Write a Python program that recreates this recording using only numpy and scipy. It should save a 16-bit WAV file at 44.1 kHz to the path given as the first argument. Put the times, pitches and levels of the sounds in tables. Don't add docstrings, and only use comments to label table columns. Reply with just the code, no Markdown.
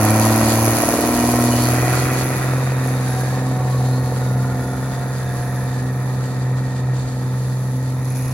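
import sys
import numpy as np
from scipy import signal
from scipy.fft import rfft, irfft, next_fast_len
from scipy.io import wavfile

SR = 44100
rng = np.random.default_rng(int(sys.argv[2]) if len(sys.argv) > 2 else 0)


def generate_wav(sig):
    pcm = np.round(np.clip(np.atleast_2d(sig).T, -1, 1) * 32767).astype(np.int16)
    wavfile.write(sys.argv[1], SR, pcm)


N = 367353

# time_s, firings_per_s
FIRING_RATE = [(0.0, 107.26), (0.362, 111.62), (0.724, 113.39), (0.966, 118.59), (1.087, 120.03),
               (1.569, 121.14), (1.811, 123.97), (2.052, 127.93), (2.656, 130.03), (3.139, 127.44),
               (3.26, 128.71), (3.501, 129.38), (3.742, 128.07), (4.225, 127.14), (4.708, 128.04),
               (4.95, 129.97), (5.07, 129.7), (5.312, 127.42), (5.916, 127.51), (6.036, 128.28),
               (6.398, 127.53), (6.64, 128.57), (6.881, 127.77), (7.123, 128.1), (7.243, 127.3),
               (7.847, 128.08), (7.968, 128.55), (8.33, 128.8)]
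# time_s, away
TURNED_AWAY = [(0, 0.11), (1.4, 0.083), (2.0, 0.29), (2.6, 0.74), (4.5, 0.99), (8.33, 0.99)]
CARRY = {"exhaust": (-23.5, -7.5, -3), "tones": (0.35, -3.5, 0), "rumble": (-30.5, -0.097, -3.4),
         "scrape": (-33.5, -3.5, -8), "whistle": (-43.5, -4, -1.7)}
# pitch_hz, likeness
EAR_LIKENESS = [(30, 0.94), (120, 0.72), (300, 0.8), (650, 0.44), (1400, 0.78), (2200, 0.29), (3200, 0.029),
                (6000, 0.33), (9000, 1), (11000, 0.33), (15000, 1)]

# time_s, level_db
DRONE_LEVEL = [(0.0, -17), (0.3, -17.5), (0.39, -20.5), (0.69, -18), (0.97, -37), (1.39, -21),
               (1.81, -17.5), (2.39, -22.5), (2.53, -18.5), (3.46, -20.5), (3.9, -16.5), (4.13, -21),
               (4.38, -17.5), (4.64, -24), (6.22, -20.5), (6.31, -24), (6.52, -17.5), (6.73, -23),
               (6.91, -17.5), (7.12, -24.5), (7.28, -20), (8.33, -21)]
# time_s, level_db
OCTAVE_LEVEL = [(0, -21.5), (.4, -19), (.83, -27.5), (1.2, -19.5), (1.55, -19.5), (1.8, -29), (1.94, -39),
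                (2.12, -28), (2.33, -32), (2.44, -48), (2.56, -29), (2.71, -39), (2.8, -29), (3.05, -30),
                (3.27, -38), (3.5, -25.5), (3.67, -45), (3.78, -33), (3.98, -28.5), (4.13, -36),
                (4.58, -29.5), (5.05, -37), (5.25, -49), (5.6, -36), (5.87, -29.5), (6.03, -44),
                (6.15, -34), (6.8, -35), (6.92, -45), (7.05, -36), (7.3, -33.5), (7.43, -46), (7.52, -35),
                (7.63, -43), (7.75, -30.5), (8.05, -39), (8.22, -33), (8.33, -39)]
# delay_in_firings, strength_db
CYLINDERS = [(-.11, -13), (-.11, -18), (-.11, -21), (-.11, 0), (-.11, -18), (-.19, -12)]
# pitch_hz, width_hz, facing_db, away_db
PIPE_RESONANCES = [(295, 70, 1, -9), (495, 70, 0, 4), (580, 110, 1, -2), (730, 110, 0, -5),
                   (950, 220, -8, -12), (1300, 400, -19, -20)]
# time_s, gain_db
BARK_GAIN = [(0, -2), (.6, -2.5), (.95, -.5), (1.3, -3.5), (2.0, -7), (2.8, -3.5), (3.6, -2.5), (4.4, -4.5),
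             (6, -7.5), (8.33, -10)]
# multiple_of_cycle_rate, coming_db, alongside_db, away_db
OVERTONES = [(4, -41, -36, -38.5), (7, -42, -46, -45), (9, -42, -37, -30.5), (11, -41, -41, -40),
             (14, -37, -32.5, -38), (15, -32.5, -29.5, -49), (16, -33, -33.5, -43), (17, -40, -41, -49),
             (18, -28, -33, -39), (19, -40, -50, -54), (21, -48, -46, -42), (22, -46, -39, -39),
             (23, -50, -39, -37), (24, -42, -44, -46), (25, -41, -42, -46), (26, -46, -45, -43),
             (27, -43, -42, -47), (28, -41, -44, -51), (29, -32.5, -33, -42), (31, -40, -43, -45),
             (32, -40, -38, -52), (33, -43, -38, -46), (35, -32, -27, -45), (36, -40, -37, -52),
             (37, -39, -39, -54), (39, -34, -48, -48), (41, -38, -43, -41.5), (42, -32, -44, -41.5),
             (47, -47, -41, -47), (48, -39, -46, -52), (49, -41, -48, -56), (51, -38, -41, -56),
             (53, -39, -41, -53), (54, -36, -48, -54), (59, -41, -49, -55)]
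# pitch_hz, half_width_hz, boost_db
STANDING_RESONANCES = [(305, 25, 5), (384, 10, 7), (435, 8, 8), (492, 12, 6), (745, 25, 4), (940, 14, 8),
                       (1070, 20, 7)]
# pitch_hz, relative_db
ROAR_FACING = [(120, -35), (230, -9), (320, 0), (400, -4), (500, -4), (700, 5), (820, -5), (1000, 1.5),
               (1250, -11), (1700, -9), (3000, -58)]
ROAR_AWAY = [(120, -43), (230, -15), (320, -20), (400, -8), (480, 3), (600, -4.5), (740, 7.5), (830, -4),
             (1000, 0), (1250, -18), (1700, -38), (3000, -38)]
# pitch_hz, relative_db
RUMBLE_COLOUR = [(22, -55), (44, -11.5), (65, 1), (90, 1), (130, -2), (190, -3.5), (260, -3.5), (340, -13),
                 (500, -14)]
# time_s, gain_db
EXHAUST_SWELL = [(0, 0.5), (.6, -0.5), (1.5, -1), (2.2, 0.9), (2.8, -2), (3.5, 0), (4.1, 1), (5.5, -0.3),
                 (6.9, -0.5), (8.33, -1)]

# pitch_hz, relative_db
CLATTER_FACING = [(700, -40), (1100, 4.5), (1350, 6.5), (1620, 2), (1900, -0.5), (2200, 1.5), (2450, 3.5),
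                  (3100, -15), (4000, -25), (6000, -60)]
CLATTER_AWAY = [(700, 1.5), (1100, 3.5), (1350, 2), (1550, -1.5), (1850, 4.5), (2130, -7), (2350, -14),
                (2600, -6.5), (3100, -43), (4000, -8.5), (6000, -57)]
# time_s, level_db
CLATTER_LEVEL = [(0, -29), (1.55, -33.5), (1.8, -28), (3.2, -34), (3.75, -38), (4.3, -37.5), (5.6, -37),
                 (7.8, -41.5), (8.33, -38.5)]
# time_s, pitch_hz, gain_db
CASING_RING = [(0, 1887, -32.5), (1.4, 1900, -34), (1.95, 1946, -31.5), (2.6, 1906, -41), (3.3, 1830, -45),
               (4.1, 1779, -44.5), (5.3, 1855, -43), (6.8, 1851, -44.5), (8.33, 1873, -51.5)]
# ratio_to_ring_pitch, width_hz, relative_db
CASING_MODES = [(.7, 130, -5.5), (1, 119, -3.5), (1.26, 148, -11.5)]
# pitch_hz, relative_db
HISS_COLOUR = [(4000, -10.5), (6500, 3.5), (8500, -22), (9300, 0.5), (10500, 6), (12000, 4.5),
               (13300, -11.5), (15800, 12)]
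# time_s, gain_db
HISS_GAIN = [(0, -30.5), (.7, -28.5), (1.85, -32), (2.3, -33), (2.65, -39.5), (3.5, -43), (4.2, -42.5),
             (5.7, -44), (6.7, -49.5), (7.3, -46.5), (8.33, -44.5)]
PUFF_STRENGTHS = [-1, -0.5, -5.5, 0, -2.5, 0]
# time_s, pitch_hz
WHISTLE_PITCH = [(0, 2685), (1.6, 2985), (2.6, 3700), (4.3, 3720), (4.65, 3520), (5.4, 3625), (8.33, 3620)]

# pitch_hz, relative_db
SCRAPE_COLOUR = [(2200, -6), (3200, -1), (3700, -0.5), (4000, 1), (4400, 5.5), (5000, 1.5), (5500, -3),
                 (6800, 3.5), (8000, 4.5), (12000, -13)]
# start_s, level_db
SNAPS = [(.051, -18), (.269, -19), (.324, -20), (.378, -14), (.459, -18), (.539, -19), (.557, -19),
         (.646, -18), (.787, -19), (.820, -15), (.889, -18), (1.009, -20), (1.166, -18), (1.357, -20),
         (2.117, -24), (2.875, -27), (3.211, -31), (4.767, -31), (8.178, -30)]
# pitch_hz, relative_db
SNAP_COLOUR = [(1500, -33), (4000, -5), (7000, -3), (11000, 10), (15000, 8)]
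# peak_s, length_s, pitch_hz, glide_hz_per_s, width_hz, level_db
SQUEALS = [(1.532, 0.047, 2950, 1, 68, -34), (1.655, 0.094, 4400, -7, 300, -31),
           (3.249, 0.43, 1670, 550.5, 64, -36.5), (3.19, 0.22, 750, 0.5, 6.6, -34),
           (3.7, 1.15, 1114, -12, 9, -41.5), (6.5, 1.4, 724, 2, 3.7, -43), (3.8, 1.12, 741, -13, 3.1, -34),
           (3.1, .25, 3750, 500, 130, -46), (3.9, 0.54, 4130, 701.5, 143, -44.5),
           (4.55, 1.5, 1416, 1.5, 42, -39.5), (5.15, 2.2, 711, 9.5, 2.9, -38),
           (5.401, 1.23, 1680, 102, 110, -40), (8.244, 0.53, 2430, 598, 200, -44)]
# peak_s, length_s, level_db
HISS_SWELLS = [(2.887, .12, -40), (3.15, 0.29, -40), (4.712, .25, -46), (5.422, 0.68, -47), (7.6, 1, -53),
               (8.22, 0.32, -40.5)]
# pitch_hz, relative_db
HISS_SWELL_COLOUR = [(3000, -14), (6500, 2.5), (8500, -14), (10500, 9), (12500, -4), (15800, -29)]


def from_db(db):
    return 10 ** (np.asarray(db) / 20)


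def rms_one(x):
    return x / np.sqrt(np.mean(x ** 2) + 1e-20)


def in_time(rows):
    times_s, *columns = np.transpose(rows)
    return [np.interp(np.arange(N) / SR, times_s, column) for column in columns]


def at_hz(points, hz):
    points = np.array(points)
    return np.interp(np.log(hz + 1e-3), np.log(points[:, 0]), points[:, 1])


def drift(rate_hz):
    step, warm_up = 40, 2000
    keep = np.exp(-2 * np.pi * rate_hz * step / SR)
    jitter = rng.standard_normal(N // step + warm_up + 2)
    slow = signal.lfilter([1], [1, -2 * keep, keep * keep], jitter)[warm_up:]
    return np.interp(np.arange(N) / step, np.arange(len(slow)), rms_one(slow))


def swell(peak_s, length_s):
    return np.exp(-np.minimum((2 * (np.arange(N) / SR - peak_s) / length_s) ** 2, 20))


def bumps(turns, sharpness):
    return np.exp(sharpness * (np.cos(2 * np.pi * turns) - 1))


def noise(colour, loudness=1, lag_ms=0):
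    size = next_fast_len(N)
    hz = np.arange(size // 2 + 1) * SR / size
    shared, different = rfft(rng.standard_normal((2, N)) * loudness, size)
    alike = np.clip(at_hz(EAR_LIKENESS, hz), 0, 1)
    ears = np.sqrt(1 + alike) * shared + np.sqrt(1 - alike) * different * [[1], [-1]]
    ears[1] *= np.exp(-2j * np.pi * hz * lag_ms / 1000)
    top_fade = 1 / (1 + (hz / colour[-1][0]) ** 8)
    out = irfft(ears * from_db(at_hz(colour, hz)) * top_fade, size)[:, :N]
    return out / np.std(out.mean(axis=0))


def turning_noise(facing_colour, away_colour, away, loudness, lag_ms=0):
    front = np.sqrt(1 - away) * noise(facing_colour, loudness, lag_ms)
    return front + np.sqrt(away) * noise(away_colour, loudness, lag_ms)


def resonate(x, hz, width_hz):
    keep = np.exp(-np.pi * width_hz / SR)
    feedback = [1, -2 * keep * np.cos(2 * np.pi * hz / SR), keep * keep]
    return signal.lfilter(np.array([1, 0, -1]) * (1 - keep * keep) / 2, feedback, x)


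def breathy_tone(hz, width_hz):
    angle = 2 * np.pi * np.cumsum(hz * np.ones(N)) / SR
    return (drift(width_hz) * np.cos(angle) + drift(width_hz) * np.sin(angle)) / np.sqrt(2)


def carried(name, away, nearest_s=0.33, nearest_m=3.55, pace_m_per_s=2.44):
    nearest_db, doubling_db, away_db = CARRY[name]
    along_m = pace_m_per_s * (np.arange(N) / SR - nearest_s)
    doublings = np.log2(np.hypot(1, along_m / nearest_m))
    return from_db(nearest_db + doubling_db * doublings + away_db * away)


def drone(firings, away):
    angle = 2 * np.pi * (firings - .66)
    tone = from_db(in_time(DRONE_LEVEL)[0] + 0.15 * drift(14)) * np.cos(angle)
    octave = from_db(in_time(OCTAVE_LEVEL)[0] + .8 * away * drift(5.6)) * np.cos(2 * angle)
    return np.sqrt(2) * (tone + octave)


def bark(firings, away, scatter_db=1.2, gush_s=.005):
    number = np.arange(1, int(firings[-1]))
    delay, strength_db = np.array(CYLINDERS)[number % len(CYLINDERS)].T
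    time_jitter, level_jitter = rng.standard_normal((len(number), 2)).T
    starts = np.interp(number + delay + .005 * time_jitter, firings, np.arange(N)).astype(int)
    pulses = np.zeros(N)
    pulses[starts] = -from_db(strength_db + scatter_db * level_jitter)
    tails = signal.lfilter([1], [1, -np.exp(-1 / (gush_s * SR))], pulses + 1e-18)
    gas = pulses + .05 * tails * rng.standard_normal(N)
    gas = signal.sosfilt(signal.butter(2, [170, 1400], "band", fs=SR, output="sos"), gas)
    out = np.zeros(N)
    for k, (hz, width_hz, facing_db, away_db) in enumerate(PIPE_RESONANCES):
        gain = from_db(facing_db + (away_db - facing_db) * away + 1.2 * drift(8))
        out += (-1) ** k * gain * resonate(gas, hz, width_hz)
    return rms_one(out)


def overtones(cycles, pulses, away, alongside_s=.78, cab_loss_db=6, cab_hz=750):
    cycle_hz = np.gradient(cycles) * SR
    behind_cab = swell(peak_s=2.4, length_s=0.82)
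    alongside = (1 + np.tanh((np.arange(N) / SR - alongside_s) / .1)) / 2
    axis_hz = np.arange(SR // 2)
    boost_db = sum(db * np.exp(-np.minimum(((axis_hz - centre_hz) / width_hz) ** 2, 20))
                   for centre_hz, width_hz, db in STANDING_RESONANCES)
    out = np.zeros(N)
    for k, (multiple, coming_db, alongside_db, away_db) in enumerate(OVERTONES):
        hz = multiple * cycle_hz
        facing_db = coming_db + (alongside_db - coming_db) * alongside + np.interp(hz, axis_hz, boost_db)
        screened_db = cab_loss_db * np.minimum(hz / cab_hz, 1) ** 2 * behind_cab
        level_db = (1 - away) * facing_db + away * away_db - screened_db
        angle = 2 * np.pi * multiple * cycles
        pulse_angle = np.angle(np.sum(pulses[::8] * np.exp(-1j * angle[::8])))
        angle += pulse_angle + (-1) ** k * rng.uniform(.4, 1.3)
        out += from_db(level_db + 1.3 * drift(4)) * np.cos(angle + .08 * drift(6.4))
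    return np.sqrt(2) * out


def gas_roar(firings, hard_firing, away):
    surge = 1 + bumps(firings - .3, sharpness=0.57) + 0.071 * hard_firing
    return turning_noise(ROAR_FACING, ROAR_AWAY, away, surge)


def exhaust(firings, cycles, away, roar):
    pulses = bark(firings, away)
    pipe = carried("exhaust", away) * (from_db(in_time(BARK_GAIN)[0]) * pulses + from_db(-3.2) * roar)
    tones = carried("tones", away) * overtones(cycles, pulses, away)
    rumble = carried("rumble", away) * from_db(0.33 * drift(10)) * noise(RUMBLE_COLOUR)
    return drone(firings, away) + from_db(in_time(EXHAUST_SWELL)[0]) * (tones + pipe + rumble)


def engine_clatter(firings, hard_firing, away):
    surge = 1 + 0.59 * bumps(firings - .35, sharpness=1.7) + 0.035 * hard_firing
    knocks = surge * from_db(1.4 * drift(68))
    clatter = turning_noise(CLATTER_FACING, CLATTER_AWAY, away, knocks, lag_ms=0.086)
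    return from_db(in_time(CLATTER_LEVEL)[0]) * clatter


def gas_hiss(firings, away):
    gain = from_db(in_time(HISS_GAIN)[0] + .8 * drift(2.4))
    strength_db = np.array(PUFF_STRENGTHS)[firings.astype(int) % len(PUFF_STRENGTHS)]
    puffs = bumps(firings - .49, sharpness=1.9) * from_db(strength_db + 2.5 * drift(41))
    steady = 0.38 + 0.45 * away
    return gain * noise(HISS_COLOUR, (puffs + steady) / (1 + 1.93 * away), lag_ms=0.1016)


def engine_whistle(away):
    gain = carried("whistle", away) * from_db(2 * drift(5.6))
    return gain * breathy_tone(in_time(WHISTLE_PITCH)[0], width_hz=90)


def casing_ring(firings, scatter_db=3.5):
    hz, gain_db = in_time(CASING_RING)
    starts = np.searchsorted(firings, np.arange(int(firings[-1])) + .2)
    out = np.zeros(N)
    for ratio, width_hz, db in CASING_MODES:
        strengths = from_db(scatter_db * rng.standard_normal(len(starts)))
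        knocks = np.zeros(N, complex)
        knocks[starts] = strengths * np.exp(2j * np.pi * rng.random(len(starts)))
        keep = np.exp(-np.pi * width_hz / SR)
        fading = signal.lfilter([1], [1, -2 * keep, keep * keep], knocks)
        tone = np.exp(2j * np.pi * np.cumsum(ratio * hz) / SR)
        out += from_db(db) * rms_one((fading * tone).real)
    return from_db(gain_db) * out


def pan_scrape(firings, away, grit_db=1.5):
    gain = carried("scrape", away) * from_db(1.85 * drift(8.4))
    pulsing = 1 + 0.11 * (1 - away) * np.cos(2 * np.pi * (firings - .52))
    return gain * noise(SCRAPE_COLOUR, from_db(grit_db * drift(180)) * pulsing, lag_ms=0.064)


def metal_rattle(away, clicks_per_s=45, decay_s=.0005):
    hits = rng.random(N) < clicks_per_s / SR
    clicks = hits * from_db(2.5 * np.minimum(rng.exponential(1, N), 2))
    bursts = signal.lfilter([1], [1, -np.exp(-1 / (decay_s * SR))], clicks + 1e-18)
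    return from_db(-25) * (1 - away) ** 2 * bursts * noise(SNAP_COLOUR)


def stone_snaps(decay_s=0.0009):
    t = np.arange(N) / SR
    bursts = sum(from_db(db) * (t >= start_s) * np.exp(-np.clip((t - start_s) / decay_s, 0, 40))
                 for start_s, db in SNAPS)
    return bursts * noise(SNAP_COLOUR)


def joint_squeals():
    t = np.arange(N) / SR
    return sum(from_db(db) * swell(peak_s, length_s) * breathy_tone(hz + glide * (t - peak_s), width_hz)
               for peak_s, length_s, hz, glide, width_hz, db in SQUEALS)


def hiss_swells(flicker_db=4):
    gain = sum(from_db(db) * swell(peak_s, length_s) for peak_s, length_s, db in HISS_SWELLS)
    return gain * noise(HISS_SWELL_COLOUR, from_db(flicker_db * drift(190)))


def scene():
    firings = np.cumsum(in_time(FIRING_RATE)[0]) / SR
    cycles = firings / len(CYLINDERS)
    hard_firing = bumps(cycles - .55, sharpness=18)
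    away = np.clip(in_time(TURNED_AWAY)[0], 0, 1)
    roar = gas_roar(firings, hard_firing, away)
    rig = engine_clatter(firings, hard_firing, away) + gas_hiss(firings, away)
    rig += engine_whistle(away) + casing_ring(firings) + pan_scrape(firings, away)
    rig += hiss_swells() + stone_snaps() + metal_rattle(away) + joint_squeals()
    pipe = exhaust(firings, cycles, away, roar)
    return pipe * from_db([[-.2], [.2]]) + rig * from_db([[-.4], [.4]])


def record(dry, cutoff_hz=15800):
    return signal.sosfilt(signal.ellip(10, .1, 90, cutoff_hz, fs=SR, output="sos"), dry)


dry = scene()
out = record(dry)
generate_wav(out)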